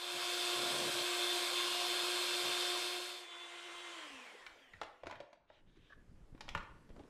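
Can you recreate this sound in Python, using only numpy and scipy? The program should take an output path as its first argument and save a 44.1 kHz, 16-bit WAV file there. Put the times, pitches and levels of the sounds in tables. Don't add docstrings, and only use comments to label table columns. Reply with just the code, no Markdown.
import sys
import numpy as np
from scipy import signal
from scipy.fft import rfft, irfft, next_fast_len
from scipy.io import wavfile
from scipy.ndimage import uniform_filter1d, map_coordinates

SR = 44100
rng = np.random.default_rng(int(sys.argv[2]) if len(sys.argv) > 2 else 0)


def store_pcm(level_fs):
    pcm = np.round(np.clip(level_fs, -1, 1) * 32767).astype(np.int16)
    wavfile.write(sys.argv[1], SR, np.atleast_2d(pcm).T)


def natural_amplitude(level_db):
    exponent = np.asarray(level_db, float) / 20
    return 10 ** exponent


N = 312669
LAST_FADE_S = [5.44, 7.26]

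# freq_hz, relative_density_db
HUSH_COLOUR = [(40, -65), (180, -19), (300, 3), (681, -8), (1750, -14.5), (3920, -22), (8000, -26.5),
               (12400, -32.5), (13200, -49.5)]
CLOTH_COLOUR = [(8.8, -15), (15, 3), (32, -6), (238, -18.5), (402, -30), (530, -34), (600, -39), (780, -62),
                (1320, -120)]
RUSTLE_COLOUR = [(120, -16), (250, 1), (500, -4), (800, -7), (1400, -20), (3000, -34), (8000, -37),
                 (14000, -70)]
SLIDING_COLOUR = [(300, -28), (900, -12), (1500, -4), (2300, -3), (3000, -2), (3750, -2), (4300, -15),
                  (6500, -22), (9000, -35), (15000, -60)]
FAR_AIR_COLOUR = [(40, -54), (120, -30.5), (200, -25.5), (273, -25), (345, -19), (400, -14), (690, -11.5),
                  (859, -9.5), (1030, -7), (1280, -8), (3080, -7), (5220, -19), (8230, -18.5), (15600, -48)]
COASTING_AIR_COLOUR = [(120, -33), (200, -18), (379, -10), (495, -8), (1320, -8.5), (1810, -4), (3760, -15),
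                       (4730, -20), (8070, -25.5), (14000, -39.5)]
CLOSE_AIR_COLOUR = [(30, -85), (59, -61), (100, -42.5), (281, -27), (348, -5), (420, -21), (698, -10.5),
                    (844, -12.5), (1060, -6), (2010, -14.5), (2180, -9.5), (3550, -6), (5890, -17),
                    (8260, -17.5), (12900, -25), (15600, -43)]

# freq_hz, t60_s
KITCHEN_DECAY = [(100, 0.19), (800, 0.57), (3000, 0.45), (10000, 0.22)]

# middle_s, length_s, level_db
CLOTH_BUMPS = [(3.78, .2, -76), (4.14, 0.12, -70), (4.49, 0.24, -67), (4.82, 0.48, -68), (5.06, 0.092, -55),
               (5.17, 0.28, -69), (5.42, .55, -75.5), (5.66, 0.19, -64.5), (5.8, .2, -65), (6.1, .14, -63),
               (6.22, 0.067, -66), (6.33, .08, -59), (6.6, .16, -52), (6.82, .12, -57)]
# middle_s, length_s, level_db
CLOTH_RUSTLES = [(6.31, 0.083, -73), (6.92, .1, -71), (6.985, 0.099, -57.5), (7.05, 0.16, -66.5)]
# start_s, nominal_peak_db, pitch_hz
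CLOTH_THUMPS = [(5.978, -57, 200), (6.093, -54, 90), (6.325, -51.5, 150), (6.348, -46, 258),
                (6.455, -58, 280), (6.903, -49, 380), (6.966, -54, 250)]

# middle_s, length_s, level_db
STONE_SLIDES = [(5.55, 0.2, -70), (5.69, 0.08, -77), (5.77, 0.16, -74), (5.88, 0.24, -70)]
# middle_s, length_s, level_db
STONE_SQUEAKS = [(5.907, 0.027, -65), (5.931, 0.029, -54.5), (5.97, 0.22, -72.5)]
# centre_hz, width_hz, level_db per pass
SQUEAK_MODES = [(1140, 100, -3.5), (1680, 260, -1)]

# start_s, nominal_peak_db, struck_pitch_hz, thud_db and crack_db re peak before trims
KNOCK_EVENTS = [(4.464, -36.5, 2320, -40, -21), (4.735, -44, 1780, -10, -29), (4.757, -56, 1800, -25, -35),
                (4.814, -29.5, 780, -35, -20.5), (4.832, -40, 700, -29, -13), (5.034, -38.5, 606, -15, -28),
                (5.058, -44, 478, -9, -24), (5.068, -33.5, 494, -26, -19), (5.097, -42, 810, -25, -21),
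                (5.11, -36, 830, -25, -19), (5.124, -40, 810, -30, -35), (5.155, -46, 1800, -22, -34),
                (5.202, -39, 595, -20, -20), (5.329, -49, 630, -30, -17), (5.5, -49, 580, -23, -35),
                (5.768, -59, 330, -8, -16), (5.903, -60, 560, -10, -30), (5.976, -64, 400, 0, -30),
                (6.349, -56, 600, -7, -26), (6.377, -58, 1200, -15, -21), (6.407, -43, 720, -29, -5.5),
                (6.48, -40, 776, -22, -21), (6.489, -38, 2350, -27, -9.5), (6.549, -24.5, 1000, -10, -26.5),
                (6.575, -36.5, 1150, -14, -17), (6.629, -46, 1170, -7, -20), (6.891, -54, 568, -16, -19),
                (6.902, -55, 450, -8, -28), (6.963, -52, 650, -9, -23), (6.993, -57, 680, -5, -12),
                (7.035, -69, 2350, -15, -5)]
# centre_hz, width_hz, level_db
BOWL_MODES = [(306, 60, -1), (406, 53, 0), (563, 79, 0.5), (720, 66, -0.5), (848, 82, 1.5),
              (1080, 200, 0.5), (1420, 160, 3.5), (1822, 110, 3.5), (1980, 130, 3.5), (2350, 280, 0),
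              (2790, 260, 1), (3600, 830, -5.5)]
# pitch_hz, t60_s
COUNTER_MODES = [(92, .15), (160, .07)]

# order, powered_db, coasting_db re motor level
FAR_SHAFT_ORDERS = [(1, -10, -11), (2, -16, -14), (3, -15, -19), (4, -14, -18), (6, -14, -13),
                    (7, -28, -15), (8, -21, -20), (9, -14, -15), (10, -18, -7), (11, -20, -24),
                    (12, -24, -20), (20, -36, -17), (24, -45, -9)]
# time_s, added_db
FAR_TENTH_GAIN = [(3.1, 2), (3.26, 12), (3.42, 9), (3.52, 0.5)]
# freq_hz, added_db
FAR_COASTING_COLOUR = [(195, -24), (265, 0), (400, -5), (700, -3), (1000, -10), (1550, -12), (1750, -2),
                       (2150, -2), (2400, -1), (2660, 0), (2800, -6), (2980, -5), (3250, 3), (3400, -12),
                       (3800, -18), (4200, -26)]
# centre_hz, width_hz, gain_db
FAR_CASING_PEAKS = [(493, 82, 5), (1045, 81, 6), (1410, 70, 1.5), (2050, 95, 3), (3150, 210, 4.5)]

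# time_s, shaft_hz
CLOSE_SHAFT_SPEED = [(0, 355.3), (0.25, 354.3), (0.52, 354.9), (0.83, 353.0), (1.22, 354.5), (1.45, 353.5),
                     (1.85, 355.3), (2.6, 356.0), (3.05, 357.6), (3.4, 357.6)]
# order, level_db re motor level
CLOSE_SHAFT_ORDERS = [(2, -15), (3, -22), (4, -24), (6, -23), (8, -25), (9, -24.5), (11, -28), (13, -25),
                      (14, -25)]
# order, middle_s, length_s, added_db
CLOSE_ORDER_SWELLS = [(2, 1.0, .25, -9), (2, 1.6, .4, -9), (2, 2.25, .3, -10), (3, 1.5, .9, 5),
                      (4, .65, .5, 6), (6, 1.15, .6, 6), (8, 1.76, .55, 11), (11, .66, .45, 10)]
# time_s, tenth_db, twelfth_db
VENT_WHINES = [(.62, -47, -52), (.86, -54, -59), (1.05, -48, -55), (1.14, -52, -53), (1.22, -43, -50),
               (1.33, -43.5, -50), (1.39, -54, -52), (1.45, -47, -53), (1.51, -53, -52), (1.56, -43, -50),
               (1.65, -43.5, -50), (1.72, -51, -50), (1.92, -45, -48), (2.06, -51, -49), (2.3, -45, -48),
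               (2.5, -45, -52), (2.75, -46.5, -49.5)]
# centre_hz, width_hz, gain_db
CLOSE_AIR_PEAKS = [(413, 210, -3.5), (496, 89, 8.5), (575, 17, 9), (858, 43, -8), (1230, 72, -4.5),
                   (1596, 130, 4.5), (2607, 62, 4.5), (2916, 130, -7.5), (3160, 220, 3.5), (4990, 520, 3.5),
                   (8130, 390, 5.5)]
# middle_s, length_s, level_db before +6 dB drum gain
WALL_TOUCHES = [(.16, 0.082, -57.5), (.64, .24, -54), (.75, 0.22, -52), (.85, 0.2, -51.5), (.98, .16, -56),
                (2.48, .16, -58)]
# centre_hz, width_hz, level_db
WALL_MODES = [(128, 50, 0), (270, 130, -1), (570, 140, 3.5)]


def unit(x):
    return x / np.sqrt(np.mean(x ** 2) + 1e-20)


def along(points, hz):
    point_hz, value = np.transpose(points)
    return np.interp(np.log(hz + 1), np.log(point_hz + 1), value)


def curves(rows):
    time_s, *columns = np.transpose(rows)
    return [np.interp(np.arange(N) / SR, time_s, column) for column in columns]


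def wobble(rate_hz):
    knots = rng.standard_normal(int(N * rate_hz / SR) + 4)
    return map_coordinates(knots, [np.arange(N) * rate_hz / SR])


def fade(times_s):
    position = np.interp(np.arange(N) / SR, times_s, [0, 1, 1, 0][:len(times_s)])
    return np.sin(np.pi / 2 * position)


def swells(rows):
    t = np.arange(N) / SR
    power = 0
    for middle_s, length_s, level_db in rows:
        phase = np.pi * np.clip((t - middle_s) / length_s, -.5, .5)
        power = power + (natural_amplitude(level_db) * np.cos(phase) ** 2) ** 2
    return np.sqrt(power)


def filtered(x, response):
    m = next_fast_len(len(x) + 8192)
    return irfft(rfft(x, m) * response(np.fft.rfftfreq(m, 1 / SR)), m)[:len(x)]


def resonances(modes):
    def response(f):
        total = 0
        for k, (centre_hz, width_hz, level_db) in enumerate(modes):
            damping = 1j * f * width_hz
            total = total + (-1) ** k * natural_amplitude(level_db) * damping / (centre_hz ** 2 - f * f + damping)
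        return total
    return response


def peaks(modes):
    return lambda f: natural_amplitude(sum(db / (1 + ((f - c) / w * 2) ** 2) for c, w, db in modes))


def rush(colour, patchy_db):
    z = signal.stft(rng.standard_normal(N + 512), nperseg=512)[2]
    patches = uniform_filter1d(rng.standard_normal(z.shape), 6, 0)
    patches = uniform_filter1d(patches, 12, 1)
    x = signal.istft(z * natural_amplitude(patchy_db * unit(patches)), nperseg=512)[1][:N]
    return unit(filtered(x, lambda hz: natural_amplitude(along(colour, hz))))


def kitchen(x, level_db):
    hz, t, z = signal.stft(rng.standard_normal(SR // 2), SR, nperseg=256)
    decay = natural_amplitude(-60 * t / along(KITCHEN_DECAY, hz)[:, None])
    tail = signal.istft(z * decay, SR, nperseg=256)[1]
    response = np.pad(natural_amplitude(level_db) * tail / np.linalg.norm(tail), (200, 0))
    response[0] = 1
    return signal.fftconvolve(x, response)


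def room_hush():
    hush_db = -69.5
    hush = natural_amplitude(hush_db) * fade(LAST_FADE_S) ** 0.75 * rush(HUSH_COLOUR, patchy_db=1.5)
    dull = filtered(rush(HUSH_COLOUR, patchy_db=3.5), lambda f: 1 / (1 + (f / 6000) ** 2))
    return hush + natural_amplitude(hush_db - 12.5) * dull


def clothing_rumble():
    steady_db = -56.5
    gain = np.hypot(swells(CLOTH_BUMPS), natural_amplitude(steady_db) * fade(LAST_FADE_S))
    return gain * unit(natural_amplitude(1.8 * wobble(22)) * rush(CLOTH_COLOUR, patchy_db=3.0))


def cloth_rustle():
    return swells(CLOTH_RUSTLES) * unit(natural_amplitude(4.8 * wobble(70)) * rush(RUSTLE_COLOUR, patchy_db=1.5))


def thumps():
    t = np.arange(N) / SR
    out = np.zeros(N)
    for start_s, peak_db, pitch_hz in CLOTH_THUMPS:
        cycles = np.clip(t - start_s, 0, None) * pitch_hz
        attack = 1 - np.exp(-cycles / .15)
        out -= natural_amplitude(peak_db + 7 - 13 * cycles) * np.sin(2 * np.pi * cycles) * attack
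    return out


def sliding():
    return swells(STONE_SLIDES) * unit(natural_amplitude(1.3 * wobble(60)) * rush(SLIDING_COLOUR, patchy_db=2.5))


def squeaks():
    noise = rng.standard_normal(N)
    return swells(STONE_SQUEAKS) * unit(filtered(noise, lambda f: resonances(SQUEAK_MODES)(f) ** 2))


def knocks():
    out, t = np.zeros(N + SR), np.arange(SR // 4) / SR
    for start_s, peak_db, struck_hz, thud_db, crack_db in KNOCK_EVENTS:
        modes = []
        for hz, width_hz, level_db in BOWL_MODES:
            tilt_db = -5.5 * abs(np.log2(hz / struck_hz))
            modes.append((hz * rng.uniform(.97, 1.03), width_hz, level_db + tilt_db))
        push = natural_amplitude(-60 * t / 0.04) * rng.standard_normal(len(t))
        push[round(.0008 * SR)] += 11
        spot = resonances([(struck_hz, 220, 2)])
        body = resonances([(struck_hz, 1.2 * struck_hz, -4)])

        def struck(f):
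            soft = (1.6 * struck_hz / (1.6 * struck_hz + 1j * f)) ** 2
            return (resonances(modes)(f) + body(f) * soft) * (1 + spot(f))

        ring = filtered(push, struck)
        ring = ring / np.abs(ring).max()
        thud = sum(natural_amplitude(-60 * t / t60_s) * np.sin(2 * np.pi * hz * t) for hz, t60_s in COUNTER_MODES)
        thud = natural_amplitude(thud_db - 2) * thud * (1 - np.exp(-t / .004))
        crack = filtered(rng.standard_normal(len(t)),
                         lambda f: (1j * f / (1350 + 1j * f)) ** 2 * (6500 / (6500 + 1j * f)) ** 6)
        crack = natural_amplitude(crack_db + 7.5 - 60 * t / 0.036) * unit(crack)
        attack = 1 - np.exp(-t / 0.00073)
        wet = kitchen(natural_amplitude(peak_db) * (ring + thud + crack) * attack, level_db=-7)
        out[round(start_s * SR):][:len(wet)] += wet
    return out[:N]


def far_mixer():
    switch_off_s, running_hz = 3.925, 348.6
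    coast_s, friction_hz = 1.29, 158
    motor_db, coast_db_per_s, coast_lag_s = -49.5, -23, 0.1
    since_off = np.clip(np.arange(N) / SR - switch_off_s, 0, None)
    shaft_hz = (running_hz + friction_hz) * np.exp(-since_off / coast_s) - friction_hz
    shaft_hz = np.clip(shaft_hz, 0, None)
    fall_db = coast_db_per_s * since_off ** 2 / (since_off + coast_lag_s)
    level = fade([2.81, 4.15]) ** 0.94 * natural_amplitude(motor_db + fall_db) * np.clip(shaft_hz / 15, 0, 1)
    turn = 2 * np.pi * np.cumsum(shaft_hz) / SR
    coasting = np.clip(since_off / 0.1, 0, 1)
    tenth_db, = curves(FAR_TENTH_GAIN)
    tones = 0
    for order, on_db, off_db in FAR_SHAFT_ORDERS:
        colour_db = along(FAR_COASTING_COLOUR, order * shaft_hz)
        order_db = on_db + coasting * (off_db - on_db + colour_db)
        order_db = order_db + (2.2 - 1.2 * coasting) * wobble(18)
        if order == 10:
            order_db = order_db + tenth_db
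        jitter = (0.55 - .3 * coasting) * wobble(25)
        tones = tones + natural_amplitude(order_db) * np.sin(order * turn + jitter)
    fast = np.clip((shaft_hz - 150) / 190, 0, 1) ** 0.99
    air = np.sqrt(fast) * rush(FAR_AIR_COLOUR, patchy_db=1.5)
    air = air + np.sqrt(1 - fast) * rush(COASTING_AIR_COLOUR, patchy_db=3.5)
    air = unit(filtered(air, peaks(FAR_CASING_PEAKS)))
    return kitchen(level * np.sqrt(2) * tones, level_db=-8)[:N] + level * natural_amplitude(-.5) * air


def bowl_drum():
    strikes = np.diff(np.floor(np.cumsum(46 + 8 * wobble(20)) / SR), prepend=0)
    push = strikes * rng.uniform(.4, 1, N) + 0.05 * rng.standard_normal(N)
    return unit(filtered(push, lambda f: resonances(WALL_MODES)(f) * (1j * f / (60 + 1j * f)) ** 4))


def close_mixer():
    motor_db, mains_ripple_hz = -37, 120
    shaft_db, touch_load_db = -10.5, 0.5
    shaft_hz, = curves(CLOSE_SHAFT_SPEED)
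    turn = 2 * np.pi * np.cumsum(shaft_hz) / SR
    ripple = np.sin(2 * np.pi * mains_ripple_hz * np.arange(N) / SR)
    touch = swells(WALL_TOUCHES)
    pressed = np.sqrt(touch / touch.max())

    shaft_gain = natural_amplitude(shaft_db + touch_load_db * pressed + 1.16 * wobble(7.98))
    tones = shaft_gain * np.sin(turn) * (1 + 0.2 * ripple + .3 * (ripple ** 2 - .5))
    tenth_db, twelfth_db = curves(VENT_WHINES)
    for order, whine_db in (10, tenth_db), (12, twelfth_db):
        gain = natural_amplitude(whine_db - motor_db + .7 * wobble(30))
        tones = tones + gain * np.sin(order * turn + .15 * wobble(30)) * (1 + .3 * ripple)
    for order, order_db in CLOSE_SHAFT_ORDERS:
        turned_db = 0
        for swell_order, middle_s, length_s, added_db in CLOSE_ORDER_SWELLS:
            if swell_order == order:
                turned_db = turned_db + added_db * swells([(middle_s, length_s, 0)])
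        gain = natural_amplitude(order_db + turned_db + 1.8 * wobble(15))
        tones = tones + gain * np.sin(order * turn + 0.015 * order * wobble(30)) * (1 + 0.17 * ripple)
    tones = filtered(tones, lambda f: 1 / (1 + (290 / (f + 1)) ** 12))

    air = unit(filtered(rush(CLOSE_AIR_COLOUR, patchy_db=1.1), peaks(CLOSE_AIR_PEAKS)))
    air = air * (1 + .09 * ripple + .12 * np.sin(turn))
    motor = natural_amplitude(motor_db) * (np.sqrt(2) * tones + natural_amplitude(-1.67) * air)
    drum_gain = np.hypot(natural_amplitude(6) * touch, natural_amplitude(motor_db - 30))
    return fade([-0.1609, 0.51, 2.5, 3.29]) * (motor + drum_gain * bowl_drum())


def scene():
    handling = clothing_rumble() + cloth_rustle() + thumps() + sliding() + squeaks()
    mono = room_hush() + handling + knocks() + far_mixer() + close_mixer()
    return np.array([mono, mono])


def low_pass(x):
    return signal.sosfilt(signal.butter(12, 15720, fs=SR, output="sos"), x)


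def record(dry):
    mix = np.array([filtered(x, lambda f: f < 15720) for x in dry])
    return low_pass(mix)


dry = scene()
out = record(dry)
store_pcm(out)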